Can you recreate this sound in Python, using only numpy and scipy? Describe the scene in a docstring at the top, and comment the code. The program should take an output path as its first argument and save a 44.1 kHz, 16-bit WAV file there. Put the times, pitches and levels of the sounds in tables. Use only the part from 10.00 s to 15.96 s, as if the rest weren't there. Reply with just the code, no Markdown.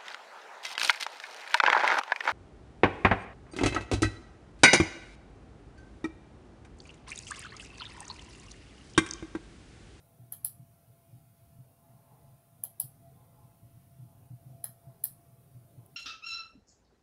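"""Three mouse clicks snap out in a small room: each is a soft press and a louder release. A click is a
chattering noise crack over ringing spring modes, with a shell knock, three echoes and a room tail. The mouse
slides faintly on friction noise, and soft pushes make the desk boom in low decaying modes. Behind them a fan
hums in wavering sines, with filtered noise for its whir, low air and microphone hiss."""
import sys
import numpy as np
from scipy import signal
from scipy.fft import rfft, irfft, next_fast_len
from scipy.io import wavfile
from scipy.ndimage import uniform_filter1d, map_coordinates

SR = 44100
rng = np.random.default_rng(int(sys.argv[2]) if len(sys.argv) > 2 else 0)


def to_wav(sig):
    """Store sig (one row per channel, or 1-D mono) as 16-bit WAV at the path in sys.argv[1].

    Samples outside -1..1 are clipped; the rate is SR.
    """
    pcm = np.clip(np.atleast_2d(sig), -1, 1) * 32767
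    pcm = np.round(pcm).astype(np.int16)
    wavfile.write(sys.argv[1], SR, pcm.T)  # frames by channels


N = 262833  # length in samples

# the button going down: (t/s, snap level/dB, room level/dB, shell level/dB, shell tilt/dB per octave)
PRESSES = [(0.3233, -29.5, -40.5, -61, 3), (2.6374, -24.5, -40.5, -57.5, -11.5),
           (4.6418, -25.5, -39.5, -54, 6)]
# the button springing back: (t/s, snap level/dB, room level/dB, shell level/dB, shell tilt/dB per octave)
RELEASES = [(0.4480, -21, -35.5, -60, 5), (2.8005, -20, -35.5, -60, -5), (5.0400, -19.5, -35.5, -57, 6.5)]
# noise colour of the whole mouse on press: (f/Hz, relative level/dB)
PRESS_COLOUR = [(1470, -75), (2500, -47), (3210, -18), (3660, -30), (4050, -22.5), (5610, -34), (6760, -25),
                (7710, -32.5), (8460, -21.5), (9220, -22), (11300, -4.5), (12500, -12), (15200, -16),
                (16000, -11)]
# noise colour of the whole mouse on release: (f/Hz, relative level/dB)
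RELEASE_COLOUR = [(1470, -62), (2500, -31.5), (3080, -17.5), (3800, -17.5), (4270, -11.5), (5480, -14),
                  (6650, -30), (8020, -9.5), (9290, -9), (10100, 0.5), (10700, 4.5), (11800, -3),
                  (13000, 1.5), (14900, 3), (16000, -13)]
# a finger barely stirs the button: (t/s, level/dB)
FINGER_TICKS = [(5.862, -54.5)]
PRESS_CHATTER_S, RELEASE_CHATTER_S = .001, .0015  # how long the contact chatters


def mouse():
    """The press builds up briefly; the release is louder, more sudden and has more crack in it."""
    out = clicks(PRESSES, PRESS_COLOUR, chatter=PRESS_CHATTER_S, rise=0.00086, crack_db=-14.5, lead_db=-18)
    out += clicks(RELEASES, RELEASE_COLOUR, chatter=RELEASE_CHATTER_S, rise=0.000234, crack_db=-9.0,
                  lead_db=-15.0)
    for s, db in FINGER_TICKS:
        add(out, s, amp(db) * snap(0.00055, PRESS_COLOUR, crack_db=6, rise=.0002))
    return out


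# reflections from screen and wall: (delay t/s, level/dB)
ECHOES = [(.0064, -13), (.0085, -22), (0.0142, -13)]


def clicks(rows, colour, chatter, rise, crack_db, lead_db):
    """Each click: the lever creaks, the switch snaps, the shell knocks, and the room answers."""
    out, size = np.zeros(N), SR // 3
    for s, snap_db, room_db, shell_db, tilt_db in rows:
        creak = snap(0.0025, colour, crack_db, rise=0.0057)
        add(out, s - .0035, amp(snap_db + lead_db) * creak)
        direct = amp(snap_db) * snap(chatter, colour, crack_db, rise)
        add(out, s, direct)
        for delay, db in ECHOES:
            add(out, s + delay, amp(db) * direct)
        # reflections arrive in uneven clumps
        clumps = amp(0.64 * wobble(300)[:size])
        room = reverberate(noise(colour, size), build=0.0047)
        add(out, s, amp(room_db) * clumps * room)
        add(out, s, amp(shell_db) * knock(tilt_db, size))
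    return out


# ringing modes of the switch spring: (f/Hz, relative level/dB, t60/s)
SPRING = [(8800, -22, .007), (10400, -11, .005), (11130, 0, .008), (12380, -6, .009), (13000, -14, .008),
          (14740, -4, .008), (15500, -13, .006)]


def snap(chatter, colour, crack_db, rise):
    """The contact chatters as a noise crack and keeps the spring modes ringing as long; then both decay."""
    t = np.arange(SR // 50) / SR
    gate = np.clip(t / rise, 0, 1)
    after_chatter = np.maximum(t - chatter, 0)
    ring = np.zeros(len(t))
    for hz, db, t60 in SPRING:
        # a random walk in phase roughens each mode
        drift = np.cumsum(rng.normal(0, 0.024, len(t))) + rng.uniform(0, 2 * np.pi)
        fade = amp(-60 * after_chatter / t60)
        ring += amp(db + rng.normal(0, 1.8)) * fade * np.sin(2 * np.pi * hz * t + drift)
    crack = amp(crack_db - 60 * after_chatter / 0.0044) * noise(colour, len(t))
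    sound = gate * (ring + crack)
    # the energy of rms 1 held for 2 ms
    return sound / np.sqrt(np.sum(sound ** 2) / (SR * .002))


# resonances of the hollow plastic shell: (f/Hz, half width/Hz, relative level/dB)
SHELL = [(744, 145, 8.5), (1270, 180, -2), (1783, 124, -1), (2320, 48, -10.5), (3400, 57, -22),
         (4070, 53, -2.5), (5180, 120, -9.5)]


def knock(tilt_db, size):
    """The shell's damped modes knock and leave a room tail; tilt and random level set each mode's share."""
    t = np.arange(size) / SR
    modes = []
    for hz, width, db in SHELL:
        tilt = tilt_db * np.log2(hz / 1000)
        modes.append((hz, width, db + tilt + rng.normal(0, 0.77)))
    ring = np.zeros(size)
    for hz, width, db in modes:
        fade = np.exp(-2 * np.pi * width * t)
        ring += amp(db) * fade * np.sin(2 * np.pi * (hz * t + rng.random()))
    tail_noise = unit(filtered(rng.standard_normal(size), lambda f: resonance(modes, f)))
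    tail = reverberate(tail_noise, build=0.0013)
    attack = np.clip(t / 0.000067, 0, 1)
    early_lift = 1 + 0.69 * np.exp(-t / 0.0048)
    return amp(11) * ring / np.abs(ring).max() * attack + tail * early_lift


# decay of the room: (f/Hz, t60/s)
ROOM = [(700, 0.24), (4000, 0.18), (11000, 0.23), (15000, 0.17)]


def reverberate(x, build):
    """Let a noise build up and die away as the room does, each frequency with its own decay time."""
    hz, t, z = signal.stft(x, SR, nperseg=128)
    decay = amp(-60 * t / along(ROOM, hz)[:, None])
    tail = signal.istft(z * decay, SR, nperseg=128)[1][:len(x)]
    return tail * (1 - np.exp(-np.arange(len(x)) / SR / build))


# strokes of the mouse over the desk: (start t/s, length t/s, level/dB)
SLIDES = [(1.72, 0.71, -70.5), (3.076, 0.58, -71.5), (3.967, 0.4, -74.5), (4.796, 0.24, -71.5),
          (5.738, 0.2, -75)]
# noise colour of the sliding friction: (f/Hz, relative level/dB)
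RUB = [(300, -11), (600, -5.5), (900, -4.5), (1300, -13.5), (1700, -26), (3500, -28.5), (7000, -52)]
# resonances that the friction stirs: (f/Hz, half width/Hz, level/dB added to the noise)
RUB_MODES = [(846, 10, 11), (1040, 9.8, 10.5)]
RUB_UNEVEN_DB = 1.8  # rms waver of the friction


def slides():
    """The mouse speeds up and slows down in each stroke; its uneven friction follows the speed."""
    speed = np.zeros(N)
    for s, length, db in SLIDES:
        add(speed, s, amp(db) * arch(length))
    friction = unit(filtered(noise(RUB, N), lambda f: 1 + resonance(RUB_MODES, f)))
    return speed * amp(RUB_UNEVEN_DB * wobble(14)) * friction


# the clear bumps on the desk: (t/s, level/dB, push length t/s)
BUMPS = [(0.195, -49.5, .05), (0.593, -47.5, 0.044), (1.126, -48.5, 0.047), (1.59, -45.5, 0.024),
         (2.115, -53, 0.042), (2.839, -44.5, 0.024), (3.63, -48.5, 0.033), (3.99, -45.5, 0.07),
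         (4.304, -42, .042), (4.459, -48.5, 0.069), (4.87, -45, 0.03), (5.549, -47, .038),
         (5.776, -46, 0.027)]
NUDGE_GAP_S, NUDGE_LENGTH_S = .22, 0.031  # approximate spacing; length of each push
NUDGE_DB, NUDGE_SCATTER_DB = -56, 5  # mean level and its random spread


def desk():
    """Clear bumps, and faint nudges spread loosely through the pauses between them."""
    out = np.zeros(N)
    for s, db, length in BUMPS:
        add(out, s - .005, push(db, length))
    for (start, *_), (end, *_) in zip(BUMPS, BUMPS[1:]):
        count = round((end - start) / NUDGE_GAP_S)
        for s in np.linspace(start, end, count + 1)[1:-1]:
            jitter = NUDGE_GAP_S * rng.uniform(-0.28, .3)
            level_db = NUDGE_DB + rng.normal(0, NUDGE_SCATTER_DB)
            add(out, s + jitter, push(level_db, NUDGE_LENGTH_S))
    return out


# low modes of the desk top: (f/Hz, level/dB relative to the push, t60/s)
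DESK = [(122.4, 0.5, 0.16), (156.2, -10, 0.015), (239.8, -22, 0.15), (298, -22, 0.055)]
# part of a push spent swelling; relative pitch scatter from push to push
PUSH_RISE_SHARE, DESK_DETUNE = 0.29, 0.042


def push(level_db, length):
    """A soft push swells the desk's low modes, which then ring out."""
    t = np.arange(SR // 3) / SR
    rise = np.sin(np.pi / 2 * np.clip(t / (PUSH_RISE_SHARE * length), 0, 1)) ** 2
    out = np.zeros(len(t))
    for hz, db, t60 in DESK:
        fade = amp(-60 * np.maximum(t - length, 0) / t60)
        phase = 2 * np.pi * (hz * (1 + rng.normal(0, DESK_DETUNE)) * t + rng.random())
        out += amp(level_db + db) * rise * fade * np.sin(phase)
    return out


# tones of the fan, main tone first: (f/Hz, peak level/dB)
FAN = [(678.3, -71), (848, -85), (1036, -86), (1362, -89.5), (2261, -99)]
# brief swells of the main tone: (start t/s, length t/s, lift level/dB)
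SWELLS = [(2.996, 0.13, 11.5), (4.486, 0.26, 10), (4.8, .15, 9.5)]


def fan():
    """Sines wavering in pitch and level; the lowest and strongest one swells."""
    swell_db, out = np.zeros(N), np.zeros(N)
    for s, length, db in SWELLS:
        add(swell_db, s, db * arch(length))
    for k, (hz, db) in enumerate(FAN):
        phase = 2 * np.pi * np.cumsum(hz + 5 * wobble(25)) / SR
        waver_db = 2 * wobble(16)
        out += amp(db + waver_db + (k == 0) * swell_db) * np.sin(phase)
    return out


# room rumble: (f/Hz, relative level/dB)
AIR = [(20, -18), (50, -15.5), (80, -4), (130, 2), (190, -12), (300, -18.5), (600, -46)]
# low rush of moving air: (f/Hz, relative level/dB)
MURMUR = [(120, -23.5), (240, 1.5), (400, -4), (560, -4), (750, -3), (950, -25), (1400, -16), (2500, -44)]
# the desk's resonance in the room air: (f/Hz, relative level/dB)
DRONE = [(60, -41), (90, -13), (122, -4.5), (165, -8.5), (230, -31), (600, -99)]
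# air through the fan: (f/Hz, relative level/dB)
WHIR = [(450, -13), (750, -3), (1200, -5), (1700, -9.5), (2300, -9), (3000, -11), (6000, -14),
        (9000, -25.5)]
# microphone hiss: (f/Hz, relative level/dB)
HISS = [(3000, -33.5), (7000, -12.5), (7900, -12.5), (8600, -3.5), (10500, -1), (13000, -2), (15700, -2.5),
        (16100, -51)]
MURMUR_DB, MURMUR_RISE_DB_PER_S, MURMUR_SWAY_DB = -74, .5, 1  # start level, steady growth, rms sway


def background():
    """Filtered noises: swaying low air and desk resonance, a patchy murmur and fan whir, steady hiss."""
    air = amp(-64 + 2.85 * wobble(7.6)) * noise(AIR, N)
    murmur_db = MURMUR_DB + MURMUR_RISE_DB_PER_S * np.arange(N) / SR + MURMUR_SWAY_DB * wobble(2.796)
    murmur = amp(murmur_db) * patchy(noise(MURMUR, N), depth_db=4.0)
    drone = amp(-66.5 + 2.7 * wobble(21)) * noise(DRONE, N)
    whir = amp(-77.5) * patchy(noise(WHIR, N), depth_db=3.0)
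    hiss = amp(-72.5) * noise(HISS, N)
    return air + murmur + drone + whir + hiss


def patchy(x, depth_db):
    """Narrow bands of a noise come and go on their own."""
    z = signal.stft(x, nperseg=2048)[2]
    field = uniform_filter1d(rng.standard_normal(z.shape), size=4, axis=0)  # smooth over frequency
    field = uniform_filter1d(field, size=6, axis=1)  # smooth over time
    return unit(signal.istft(z * amp(depth_db * unit(field)), nperseg=2048)[1][:len(x)])


def amp(db):
    """Decibels to gain."""
    return 10 ** (np.asarray(db) / 20)


def unit(x):
    """x at rms 1."""
    return x / np.sqrt(np.mean(x ** 2) + 1e-20)


def along(points, hz):
    """(f/Hz, value) points read on a log frequency axis."""
    f, v = np.transpose(points)
    return np.interp(np.log(hz + 1), np.log(f + 1), v)


def filtered(x, response):
    """x times a response of frequency."""
    m = next_fast_len(len(x) + SR // 4)
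    return irfft(rfft(x, m) * response(np.fft.rfftfreq(m, 1 / SR)), m)[:len(x)]


def resonance(modes, f):
    """Summed gain of resonant peaks given as (f/Hz, half width/Hz, level/dB)."""
    return sum(amp(db) / (1 + ((f - hz) / width) ** 2) for hz, width, db in modes)


def noise(spectrum, size):
    """Noise of rms 1 with the given spectrum."""
    return unit(filtered(rng.standard_normal(size), lambda hz: amp(along(spectrum, hz))))


def wobble(rate):
    """A smooth random curve of rms 1, rate knots a second."""
    knots = rng.standard_normal(int(N * rate / SR) + 4)
    return unit(map_coordinates(knots, [np.arange(N) * rate / SR]))


def arch(length):
    """A smooth rise from 0 to 1 and back over length seconds."""
    return np.sin(np.linspace(0, np.pi, int(length * SR)))


def add(track, s, sound):
    """Mix a sound into the track at time s."""
    part = track[max(round(s * SR), 0):][:len(sound)]
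    part += sound[:len(part)]


def scene():
    """Everything as it reaches the one microphone."""
    return (mouse() + slides() + desk() + fan() + background())[None]


# treble roll-off of the microphone: (f/Hz, level/dB)
MICROPHONE = [(15600, 0), (16000, -17), (16500, -19)]
TOP_HZ = 16500  # band limit


def record(dry):
    """The top treble rolls off, and nothing is kept above the band limit."""
    def response(hz):
        """Microphone gain up to the band limit."""
        return amp(along(MICROPHONE, hz)) * (hz < TOP_HZ)
    return np.array([filtered(x, response) for x in dry])


dry = scene()
out = record(dry)
to_wav(out)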